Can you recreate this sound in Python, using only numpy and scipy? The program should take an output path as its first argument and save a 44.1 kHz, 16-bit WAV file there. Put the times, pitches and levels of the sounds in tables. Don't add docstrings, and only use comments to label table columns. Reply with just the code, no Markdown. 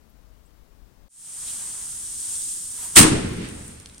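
import sys
import numpy as np
from scipy import signal
from scipy.fft import rfft, irfft
from scipy.io import wavfile

SR = 44100
rng = np.random.default_rng(int(sys.argv[2]) if len(sys.argv) > 2 else 0)


def log_audio(samples):
    frames = np.atleast_2d(samples).T
    limited = np.clip(frames, -1, 1)
    pcm = np.round(limited * 32767).astype(np.int16)
    wavfile.write(sys.argv[1], SR, pcm)


N = 176400
T = np.arange(N) / SR
HZ = np.maximum(np.arange(N // 2 + 1) * SR / N, 1)
CUT_S, BANG_S = 1.084, 2.966

# (frequency [Hz], relative spectral density [dB])
ROOF_SPECTRUM = [(20, -6.5), (52, 1.5), (85, -11), (200, -14.5), (400, -19), (700, -22.5), (1100, -23),
                 (2600, -28.5), (4800, -29), (9500, -32.5), (15000, -32)]
GARDEN_SPECTRUM = [(20, -2), (55, 1), (110, -2), (220, -5.5), (400, -11.5), (700, -22.5), (1500, -17),
                   (4000, -25.5), (15000, -62)]
JET_SPECTRUM = [(500, -27), (2200, -19.5), (3200, -5.5), (4300, -5.5), (6500, 0.5), (8700, -0.5),
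                (11500, -3.5), (15500, -5)]
FLAME_SPECTRUM = [(150, -1.5), (550, -2.5), (1000, 2.5), (1700, -0.5), (2400, -2.5), (3300, -1),
                  (6000, -23.5), (15000, -16.5)]
BLAST_SPECTRUM = [(20, 2), (65, -5), (130, 1), (250, 7.5), (600, -8.5), (1300, -1), (2700, 0), (4500, -4),
                  (8700, -9), (12000, -10.5), (16000, -2.5)]
# (frequency [Hz], correlation [-1 to 1])
ROOF_CORRELATION = [(100, 0), (10000, 0.0056)]
GARDEN_CORRELATION = [(100, 0.97), (200, 0.9), (500, 0.23), (1500, 0.51), (9000, .05)]
TUBE_CORRELATION = [(500, 0.52), (1500, 1), (5000, 0.54), (9000, 0)]
BLAST_CORRELATION = [(130, .9), (400, 0.039), (2000, 0.58), (9000, 0)]
REVERB_CORRELATION = [(110, 0.99), (200, 0.88), (330, 0.42), (600, -0.52), (1200, 0.029), (9000, -0.041)]
# (frequency [Hz], left over right [dB])
ROOF_LEFT_BIAS = [(60, 24.5), (140, 24.0), (330, 22), (760, 17.5), (1770, 11.5), (4120, 7), (9600, 6)]
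# (time [s], level [dB], centre [Hz], width [octaves])
ROOF_CHIPS = [(.1, -63, 12500, .2), (.461, -61, 8000, .1)]
# (time [s], jet level [dB], flame level [dB])
FUSE_LEVELS = [(1.1, -44.5, -59.5), (1.3, -42, -54.5), (1.479, -40.5, -52), (1.6, -42, -53),
               (1.802, -43, -53), (2.12, -43, -61), (2.33, -38, -54), (2.52, -40, -62.5),
               (2.7, -43.5, -62.5), (2.84, -41.5, -48), (2.91, -44.5, -54)]
# (left delay [s], right delay [s], gain [ratio])
EARLY_PATHS = [(.0031, .0036, 0.13), (.0094, .0101, 0.14), (0.012, .0119, .25)]
# (time [s], level [dB], rise [s], T60 [s], centre [Hz], width [octaves])
FUSE_SPURTS = [(1.48, -46, 0.24, .3, 3500, .5), (2.77, -57.5, 0.17, 0.36, 1900, 1),
               (2.85, -42.5, 0.72, .5, 12990, .35), (2.86, -56.5, 0.46, .3, 970, .1)]
# (time [s], level [dB])
FIZZLE_LEVELS = [(3.0, -53.5), (3.4, -57.5), (3.68, -54), (3.85, -66), (4.0, -65)]
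# (frequency [Hz], relative initial density [dB], T60 [s])
YARD_BANDS = [(60, -27, 0.54), (130, -7, 0.55), (278, 3, 0.74), (580, -5.5, 0.77), (1180, -1.5, 0.53),
              (2430, -7, 0.65), (4400, -9.5, 0.51), (8800, -15.5, 0.45), (12000, -23, 0.38),
              (16000, -17, .3)]
HOUSE_BANDS = [(25, -4, 1.2), (64.6, -9, 2.6), (118, 0.5, 1.5), (245, -2.5, 1.45), (367, -1, 1.17),
               (754, -25, 2.03), (2050, -22.5, 1.8), (5860, -40, 2.6), (15000, -72, 1)]
# (frequency [Hz], width [octaves], boost [dB])
YARD_MODES = [(133, 0.059, 2.5), (230, 0.076, 4), (312, 0.037, 5)]
# (time [s], signed amplitude [ratio], half-width [s], right lag [s])
WALL_SLAPS = [(2.994, -0.56, 0.0013, 0.00038), (3.0075, 0.92, 0.0012, 0.00054),
              (3.0406, 0.29, 0.00068, 0.00024), (3.0514, 0.62, 0.00077, 0.00015)]
# (time [s], level [dB], rise [s], T60 [s], centre [Hz], width [octaves])
HOUSE_ECHOES = [(3.045, -25.5, .06, 0.21, 1190, .4), (3.14, -25, 0.32, .25, 260, .5),
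                (3.135, -23.5, 0.32, 0.21, 135, 0.8), (3.17, -31, 0.21, 0.12, 590, 0.23),
                (3.42, -31.5, 0.2, 0.31, 185, 0.69), (3.452, -40.5, 0.53, 0.29, 2160, .7),
                (3.58, -47, .2, .3, 644, .5), (3.7, -44.5, 0.12, 0.12, 202, 0.81)]
# (time [s], level [dB], centre [Hz])
SCRAP_IMPACTS = [(3.29, -42, 12000), (3.336, -44, 12000), (3.488, -36.5, 13000), (3.551, -47, 11400),
                 (3.68, -42, 10000), (3.8, -45, 7000), (3.8591, -35.5, 3250), (3.897, -45, 3000),
                 (3.946, -48, 5000), (3.9806, -45.5, 5100)]


def from_db(db):
    return 10 ** (np.asarray(db) / 20)


def unit_rms(x):
    return x / np.sqrt(np.mean(x ** 2) + 1e-20)


def over_hz(rows):
    rows = np.array(rows)
    return np.interp(np.log(HZ), np.log(rows[:, 0]), rows[:, 1])


def colour(rows):
    return from_db(over_hz(rows))


def band(centre_hz, octaves):
    return np.exp(-.5 * (np.log2(HZ / centre_hz) / octaves) ** 2)


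def noise(gain, correlation):
    alike = np.clip(over_hz(correlation), -1, 1)
    mid, side = rfft(rng.standard_normal((2, N)))
    stereo = np.sqrt(1 + alike) * mid + np.sqrt(1 - alike) * side * [[1], [-1]]
    return unit_rms(irfft(gain * stereo, N))


def drift(rate_hz):
    return unit_rms(irfft(rfft(rng.standard_normal(N)) / (1 + (HZ / rate_hz) ** 2), N))


def ramp(start_s, length_s):
    return np.clip((T - start_s) / length_s, 0, 1)


def decay(start_s, t60):
    return np.exp(-np.log(1000) * np.maximum(T - start_s, 0) / t60)


def swell(peak_s, rise_s, t60):
    return np.exp(-np.log(1000) * np.maximum(peak_s - T, 0) / rise_s) * decay(peak_s, t60)


def roof_air():
    lean = from_db(over_hz(ROOF_LEFT_BIAS) * [[.5], [-.5]])
    air = from_db(-52) * noise(colour(ROOF_SPECTRUM) * lean, ROOF_CORRELATION)
    chips = sum(from_db(db) * swell(s, .036, t60=.07) * noise(band(hz, width) * lean, ROOF_CORRELATION)
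                for s, db, hz, width in ROOF_CHIPS)
    return air + chips


def far_whine(pitch_hz=630, waver_hz=6):
    phase = 2 * np.pi * np.cumsum(pitch_hz + waver_hz * drift(15)) / SR
    return from_db(-75) * decay(.39, t60=.3) * np.sin(phase)


def garden_air():
    return from_db(-53.5) * noise(colour(GARDEN_SPECTRUM), GARDEN_CORRELATION)


def fuse(jet_sputter_db=.27, flame_sputter_db=.7):
    times, jet_db, flame_db = np.transpose(FUSE_LEVELS)
    jet = noise(colour(JET_SPECTRUM), TUBE_CORRELATION) * from_db(jet_sputter_db * drift(32))
    flame = noise(colour(FLAME_SPECTRUM), TUBE_CORRELATION) * from_db(flame_sputter_db * drift(23))
    burning = jet * from_db(np.interp(T, times, jet_db)) + flame * from_db(np.interp(T, times, flame_db))
    fizzle = jet * from_db(np.interp(T, *np.transpose(FIZZLE_LEVELS)))
    return np.where(T < BANG_S, burning, fizzle)


def early_reflections(x):
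    reflected = sum(gain * np.exp(-2j * np.pi * HZ * np.array([[left], [right]]))
                    for left, right, gain in EARLY_PATHS)
    return irfft(rfft(x) * (1 + reflected), N)


def spurts():
    return sum(from_db(db) * swell(s, rise, t60) * noise(band(hz, width), TUBE_CORRELATION)
               for s, db, rise, t60, hz, width in FUSE_SPURTS)


def charge(spit_s=2.9628, hold_s=.023, rough_db=1.5, wall_delay_s=.041):
    flare = from_db(-10.5) * swell(spit_s, rise_s=.021, t60=.04)
    spit = flare * noise(colour(JET_SPECTRUM) + colour(FLAME_SPECTRUM), BLAST_CORRELATION)
    flow = ramp(BANG_S, .0015) * decay(BANG_S + hold_s, t60=.065)
    rush = from_db(-2.5 + rough_db * drift(200)) * flow * noise(colour(BLAST_SPECTRUM), BLAST_CORRELATION)
    reflection = from_db(-14.5) * np.roll(rush, int(wall_delay_s * SR), axis=1)
    return spit + rush + reflection


def reverberation(bands, build_s, flutter_db):
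    boom = from_db(sum(db * band(hz, width) for hz, width, db in YARD_MODES))
    spectrum = rfft(noise(colour(bands) * boom, REVERB_CORRELATION))
    centres, _, t60s = np.transpose(bands)
    tail = 0
    for t60, selector in zip(t60s, np.eye(len(bands))):
        crossover = np.interp(np.log(HZ), np.log(centres), selector)
        tail = tail + irfft(spectrum * crossover, N) * decay(BANG_S, t60)
    return tail * ramp(BANG_S, build_s) * from_db(flutter_db * drift(46))


def wall_slaps(low_cut_hz=158):
    pressure = 0
    for s, amplitude, half_width, lag in WALL_SLAPS:
        u = (T - s - np.array([[0], [lag]])) / half_width
        pulse = -u * np.exp(np.maximum(.5 * (1 - u * u), -50))
        pressure = pressure + amplitude * pulse
    return signal.sosfilt(signal.butter(1, low_cut_hz, "high", fs=SR, output="sos"), pressure)


def house_echoes():
    return sum(from_db(db) * swell(s, rise, t60) * noise(band(hz, width), REVERB_CORRELATION)
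               for s, db, rise, t60, hz, width in HOUSE_ECHOES)


def confetti(patter_start_s=3.15, impacts_per_s=320, spread_db=2.8, grain_s=.0013):
    ticks = sum(from_db(db) * (T >= s) * decay(s, t60=.01) * noise(band(hz, .73), TUBE_CORRELATION)
                for s, db, hz in SCRAP_IMPACTS)
    landings = rng.random(N) < impacts_per_s / SR
    strengths = from_db(spread_db * np.minimum(rng.exponential(1, N), 3))
    grains = signal.lfilter([1], [1, -np.exp(-1 / (grain_s * SR))], landings * strengths + 1e-18)
    patter = unit_rms(grains * noise(band(11000, 2.1), TUBE_CORRELATION))
    return early_reflections(ticks) + from_db(-63) * ramp(patter_start_s, .1) * patter


def microphone_port(x, resonance_hz=8824, q=8.63):
    response = 1 / (1 - (HZ / resonance_hz) ** 2 + 1j * HZ / (resonance_hz * q))
    return irfft(rfft(x) * response, N)


def scene(fade_in_s=.45):
    roofs = roof_air() + far_whine()
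    lawn = garden_air() + early_reflections(fuse() + spurts() + charge())
    yard = from_db(-10) * reverberation(YARD_BANDS, build_s=.0091, flutter_db=.84)
    houses = from_db(-15) * reverberation(HOUSE_BANDS, build_s=.024, flutter_db=.5)
    lawn += yard + houses + wall_slaps() + house_echoes() + confetti()
    return roofs * (T < CUT_S) + microphone_port(lawn) * ramp(CUT_S, fade_in_s)


def record(dry, full_scale=.89, cutoff_hz=15900):
    clipped = np.clip(dry, -full_scale, full_scale)
    return signal.sosfilt(signal.ellip(10, .1, 70, cutoff_hz, fs=SR, output="sos"), clipped)


dry = scene()
out = record(dry)
log_audio(out)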